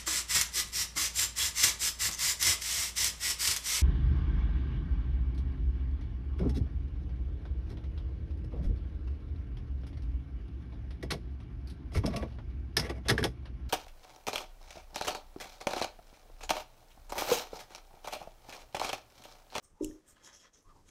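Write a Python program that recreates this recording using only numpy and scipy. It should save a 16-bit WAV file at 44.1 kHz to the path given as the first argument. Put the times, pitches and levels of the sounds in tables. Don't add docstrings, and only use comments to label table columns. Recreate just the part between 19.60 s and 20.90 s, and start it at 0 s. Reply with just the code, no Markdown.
import sys
import numpy as np
from scipy import signal
from scipy.fft import rfft, irfft, next_fast_len
from scipy.io import wavfile
from scipy.ndimage import uniform_filter1d, map_coordinates

SR = 44100
rng = np.random.default_rng(int(sys.argv[2]) if len(sys.argv) > 2 else 0)


def wav_out(sig):
    wavfile.write(sys.argv[1], SR, np.round(np.clip(np.atleast_2d(sig).T, -1, 1) * 32767).astype(np.int16))


N = 57330
T = np.arange(N) / SR


def amp(db):
    return 10 ** (np.asarray(db) / 20)


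def unit(x):
    return x / np.sqrt(np.mean(x ** 2) + 1e-20)


def filtered(x, response):
    size = next_fast_len(N + SR // 2)
    hz = np.fft.rfftfreq(size, 1 / SR) + 1
    return irfft(rfft(x, size) * response(hz), size)[:N]


def noise(spectrum, tilt_db=0, bumps=(), shelf_hz=SR):
    freqs, levels = np.transpose(spectrum)
    bump_octaves = .16

    def gain(hz):
        base = np.interp(np.log(hz), np.log(freqs), levels)
        tilt = tilt_db * np.log2(np.clip(hz / freqs[-1], 1 / 10, 1))
        lift = sum(db * np.exp(-(np.log2(hz / centre) / bump_octaves) ** 2) for centre, db in bumps)
        shelf = -10 * np.clip((hz - shelf_hz) / 400, 0, 1)
        return amp(base + tilt + lift + shelf)
    return unit(filtered(rng.standard_normal(N), gain))


def wobble(rate):
    return map_coordinates(rng.standard_normal(N // 10), [T * rate])


def swell(peak, rise, fall):
    attack = ((peak - T) / rise) ** 2 / 2
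    decay = (abs(T - peak) / fall) ** 1.35
    return amp(-20 * np.where(T < peak, attack, decay))


def ring(modes, start):
    age = np.maximum(T - start, 0)
    return sum(amp(db) * 10 ** (-3 * age / t60) * np.sin(2 * np.pi * hz * age) for hz, db, t60 in modes)


def room_tone():
    # f/Hz, relative level/dB
    air_spectrum = [(12, -33), (20, 1.5), (168, -10.5), (310, -11), (607, -11.5), (738, -18), (1220, -19),
                    (1530, -20.5), (2820, -26.5), (4420, -30), (6180, -24.5), (14700, -39.5), (16000, -39)]
    rustle_spectrum = [(80, -37.5), (280, 1), (550, -8), (780, -16), (1050, -12.5), (1500, -34.5),
                       (5000, -18.5), (14000, -32)]
    rumble_spectrum = [(15, -6.5), (24, 3.5), (35, -1.5), (50, -11), (70, -7), (110, -15.5), (155, -18.5),
                       (260, -25), (700, -41), (3000, -106)]
    # t/s, level/dB
    rustle_levels = [(0, -101), (.4, -74.5), (.65, -71), (.84, -88.5), (.92, -102), (.98, -66.5),
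                     (1.04, -76), (1.17, -67.5), (1.22, -68.5), (1.3, -72.5)]
    # peak t/s, rise/s, fall/s, level/dB
    heaves = [(0.052, 0.012, 0.068, -62), (.14, 0.034, 0.041, -53.5), (0.243, 0.019, 0.12, -45.5),
              (0.297, 0.0071, 0.015, -45.5), (.54, 0.047, 0.016, -63), (1.073, 0.019, 0.15, -56),
              (1.148, 0.053, 0.99, -58.5)]
    rumble = sum(amp(db) * swell(t, rise, fall) * noise(rumble_spectrum) for t, rise, fall, db in heaves)
    air = amp(-67) * noise(air_spectrum)
    rustle = amp(np.interp(T, *np.transpose(rustle_levels))) * noise(rustle_spectrum)
    return air + rustle + rumble


def walls(send, t60_s=.22, predelay_s=.004):
    tail = rng.standard_normal(N) * amp(-60 * T / t60_s) * (T > predelay_s)
    return signal.fftconvolve(send, tail / np.linalg.norm(tail))[:N]


def felt_squeaks(waver_hz=6, fuzz_gain=0.7):
    # peak t/s, rise/s, fall/s, level/dB, f/Hz
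    squeaks = [(0.029, 0.0038, .015, -66, 15480), (.06, 0.076, 0.35, -74.5, 1172),
               (0.213, 0.069, 0.11, -63, 899), (.22, 0.027, 0.025, -73.5, 1217),
               (.69, 0.082, 0.099, -68.5, 897), (1.063, 0.022, 0.18, -64, 1098),
               (1.095, 0.0089, 0.053, -60.5, 1196), (1.177, 0.06, 0.074, -63.5, 905)]
    out = np.zeros(N)
    for t, rise, fall, db, hz in squeaks:
        phase = 2 * np.pi * np.cumsum(hz + waver_hz * wobble(rate=120)) / SR
        fuzz = wobble(rate=300) * np.sin(phase) + wobble(rate=300) * np.cos(phase)
        out += amp(db) * swell(t, rise, fall) * (np.sin(phase) + fuzz_gain * fuzz)
    return out


def pen_taps():
    # t/s, level/dB, pitch ratio
    taps = [(0.2305, -60.5, 2.1), (0.3113, -52.5, 1.011), (0.568, -51.5, 0.94), (1.288, -56, 1.28)]
    # f/Hz, level/dB, t60/s
    face_modes = [(1067, -11.5, 0.027), (1799, -2.5, 0.024), (3110, -8, 0.018)]
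    out = np.zeros(N)
    for t, db, pitch in taps:
        spot_modes = [(hz * pitch, level, t60) for hz, level, t60 in face_modes]
        out += amp(db) * ring(spot_modes, t)
    return out


def nib_snaps(low_cut_hz=2400):
    # t/s, crack level/dB, ring level/dB
    snaps = [(0.0287, -58.5, -72), (0.039, -63, -76), (0.2457, -40, -32), (0.2479, -36.5, -41.5)]
    # f/Hz, relative level/dB
    crack_spectrum = [(3500, -30), (5600, -1), (11500, 0), (12500, -11), (15500, -8)]
    # f/Hz, level/dB, t60/s
    pen_modes = [(2950, -6.5, 0.015), (4390, -19, 0.021), (7420, 5, 0.0036), (8400, -12, 0.015),
                 (10900, -12, 0.0027)]
    out = np.zeros(N)
    for t, crack_db, ring_db in snaps:
        crack = amp(crack_db) * swell(t, rise=.0003, fall=.0015) * noise(crack_spectrum)
        out += crack + amp(ring_db) * ring(pen_modes, t)
    return filtered(out, lambda hz: 1 - 1 / (1 + (hz / low_cut_hz) ** 12))


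def panel_knock(attack_s=0.0043, low_hz=212, high_hz=660):
    # t/s, level/dB
    contacts = [(0.208, -27), (0.225, -41), (0.2442, -35.5), (0.2962, -42), (0.3376, -49.5)]
    # f/Hz, level/dB, t60/s
    panel_modes = [(259.2, -13.5, 0.44), (312.2, 0.6, 0.24), (351.3, 7, 0.068), (367.6, -22.5, 0.66),
                   (388.6, -5.5, 0.2), (508.4, -21, 0.34), (566, -10, 0.11)]
    out = np.zeros(N)
    for t, db in contacts:
        attack = 1 - np.exp(-(np.maximum(T - t, 0) / attack_s) ** 2)
        out += amp(db) * ring(panel_modes, t) * attack
    return filtered(out, lambda hz: 1 / (1 + (low_hz / hz) ** 8 + (hz / high_hz) ** 8))


def felt_strokes(grain_db=2.2, hollow_db=-6.5, ripple_db=3, ripple_spacing_hz=70.38):
    # peak t/s, rise/s, fall/s, level/dB, tilt/(dB per octave),
    # lift f/Hz, lift/dB, hollow f/Hz, top shelf f/Hz, above which the hiss is turned down 10 dB
    strokes = [(0.04, 0.011, 0.091, -62, 8, 8450, 9, 7340, 9400),
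               (0.243, 0.019, 0.074, -55, -0.5, 8200, 3.5, 4400, 15000),
               (0.307, 0.03, 0.085, -66, 6.5, 5730, 7.5, 8000, 15200),
               (0.494, 0.025, 0.062, -59, 11, 8250, 6.5, 11400, 15000),
               (0.663, 0.029, 0.051, -54.5, -0.5, 7400, 1, 8550, 12100),
               (0.761, 0.045, 0.054, -57.5, -0.5, 5720, 6, 8500, 11700),
               (0.818, 0.046, 0.057, -61, -5, 7100, 2.5, 9500, 11900),
               (0.857, 0.092, 0.038, -66.5, -9, 5600, 15, 7900, 7140),
               (0.938, 0.0051, 0.11, -61.5, -3.5, 6050, 7, 11200, 9500),
               (1.029, 0.011, 0.036, -72, 11, 10100, 8, 8900, 11900),
               (1.29, 0.029, 0.042, -63.5, -2, 6700, 0, 5200, 12000)]
    # peak t/s, rise/s, fall/s, level/dB
    drags = [(0.498, 0.065, 0.16, -69.5), (0.589, 0.036, 0.19, -65.5), (0.691, 0.051, 0.088, -58),
             (0.742, 0.015, 0.051, -64), (0.858, 0.036, 0.052, -60), (0.959, 0.0083, 0.032, -68),
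             (1.1, 0.027, 0.052, -73), (1.29, 0.059, 0.05, -72.5)]
    # f/Hz, relative level/dB
    hiss_spectrum = [(300, -29.5), (2400, -18), (3100, -3.5), (4600, -12.5), (5400, 2), (7500, 0.5),
                     (8300, -4.5), (11800, -12.5), (12600, -14), (15500, -22)]
    rub_spectrum = [(100, -1.5), (300, -13), (560, 3.5), (800, -19), (900, -0.5), (1350, 1), (1800, 3.5),
                    (2080, -1.5), (2850, -10), (3080, 3.5), (3700, -8.5), (6000, -10.5), (14000, -67)]
    grain = unit(amp(grain_db * wobble(rate=400)))
    hiss = np.zeros(N)
    for t, rise, fall, db, tilt_db, lift_hz, lift_db, hollow_hz, shelf_hz in strokes:
        bumps = [(lift_hz, lift_db), (hollow_hz, hollow_db)]
        hiss += amp(db) * swell(t, rise, fall) * noise(hiss_spectrum, tilt_db, bumps, shelf_hz)
    rub = sum(amp(db) * swell(t, rise, fall) * noise(rub_spectrum) for t, rise, fall, db in drags)
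    ripple = rng.standard_normal(N // 10)

    def board_response(hz):
        return unit(amp(ripple_db * map_coordinates(ripple, [hz / ripple_spacing_hz])))
    return filtered(grain * (hiss + rub), board_response)


def scene():
    writing = felt_strokes() + felt_squeaks() + pen_taps()
    snaps = nib_snaps()
    knock = panel_knock()
    reverb_send = amp(-11) * writing + amp(-20) * (snaps + knock)
    return (writing + snaps + knock + walls(reverb_send) + room_tone())[None]


def record(dry):
    threshold_db, window_s, floor_gain = -66, 0.016, 0.11
    high_cut_hz, transition_hz = 15750, 700
    sidechain = filtered(dry[0], lambda hz: hz > 200)
    power = abs(uniform_filter1d(sidechain ** 2, int(window_s * SR)))
    opening = power / (power + amp(threshold_db) ** 2)
    ducked = dry[0] * (floor_gain + (1 - floor_gain) * opening)
    return filtered(ducked, lambda hz: np.clip(1 / 2 + (high_cut_hz - hz) / transition_hz, 0, 1))[None]


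dry = scene()
out = record(dry)
wav_out(out)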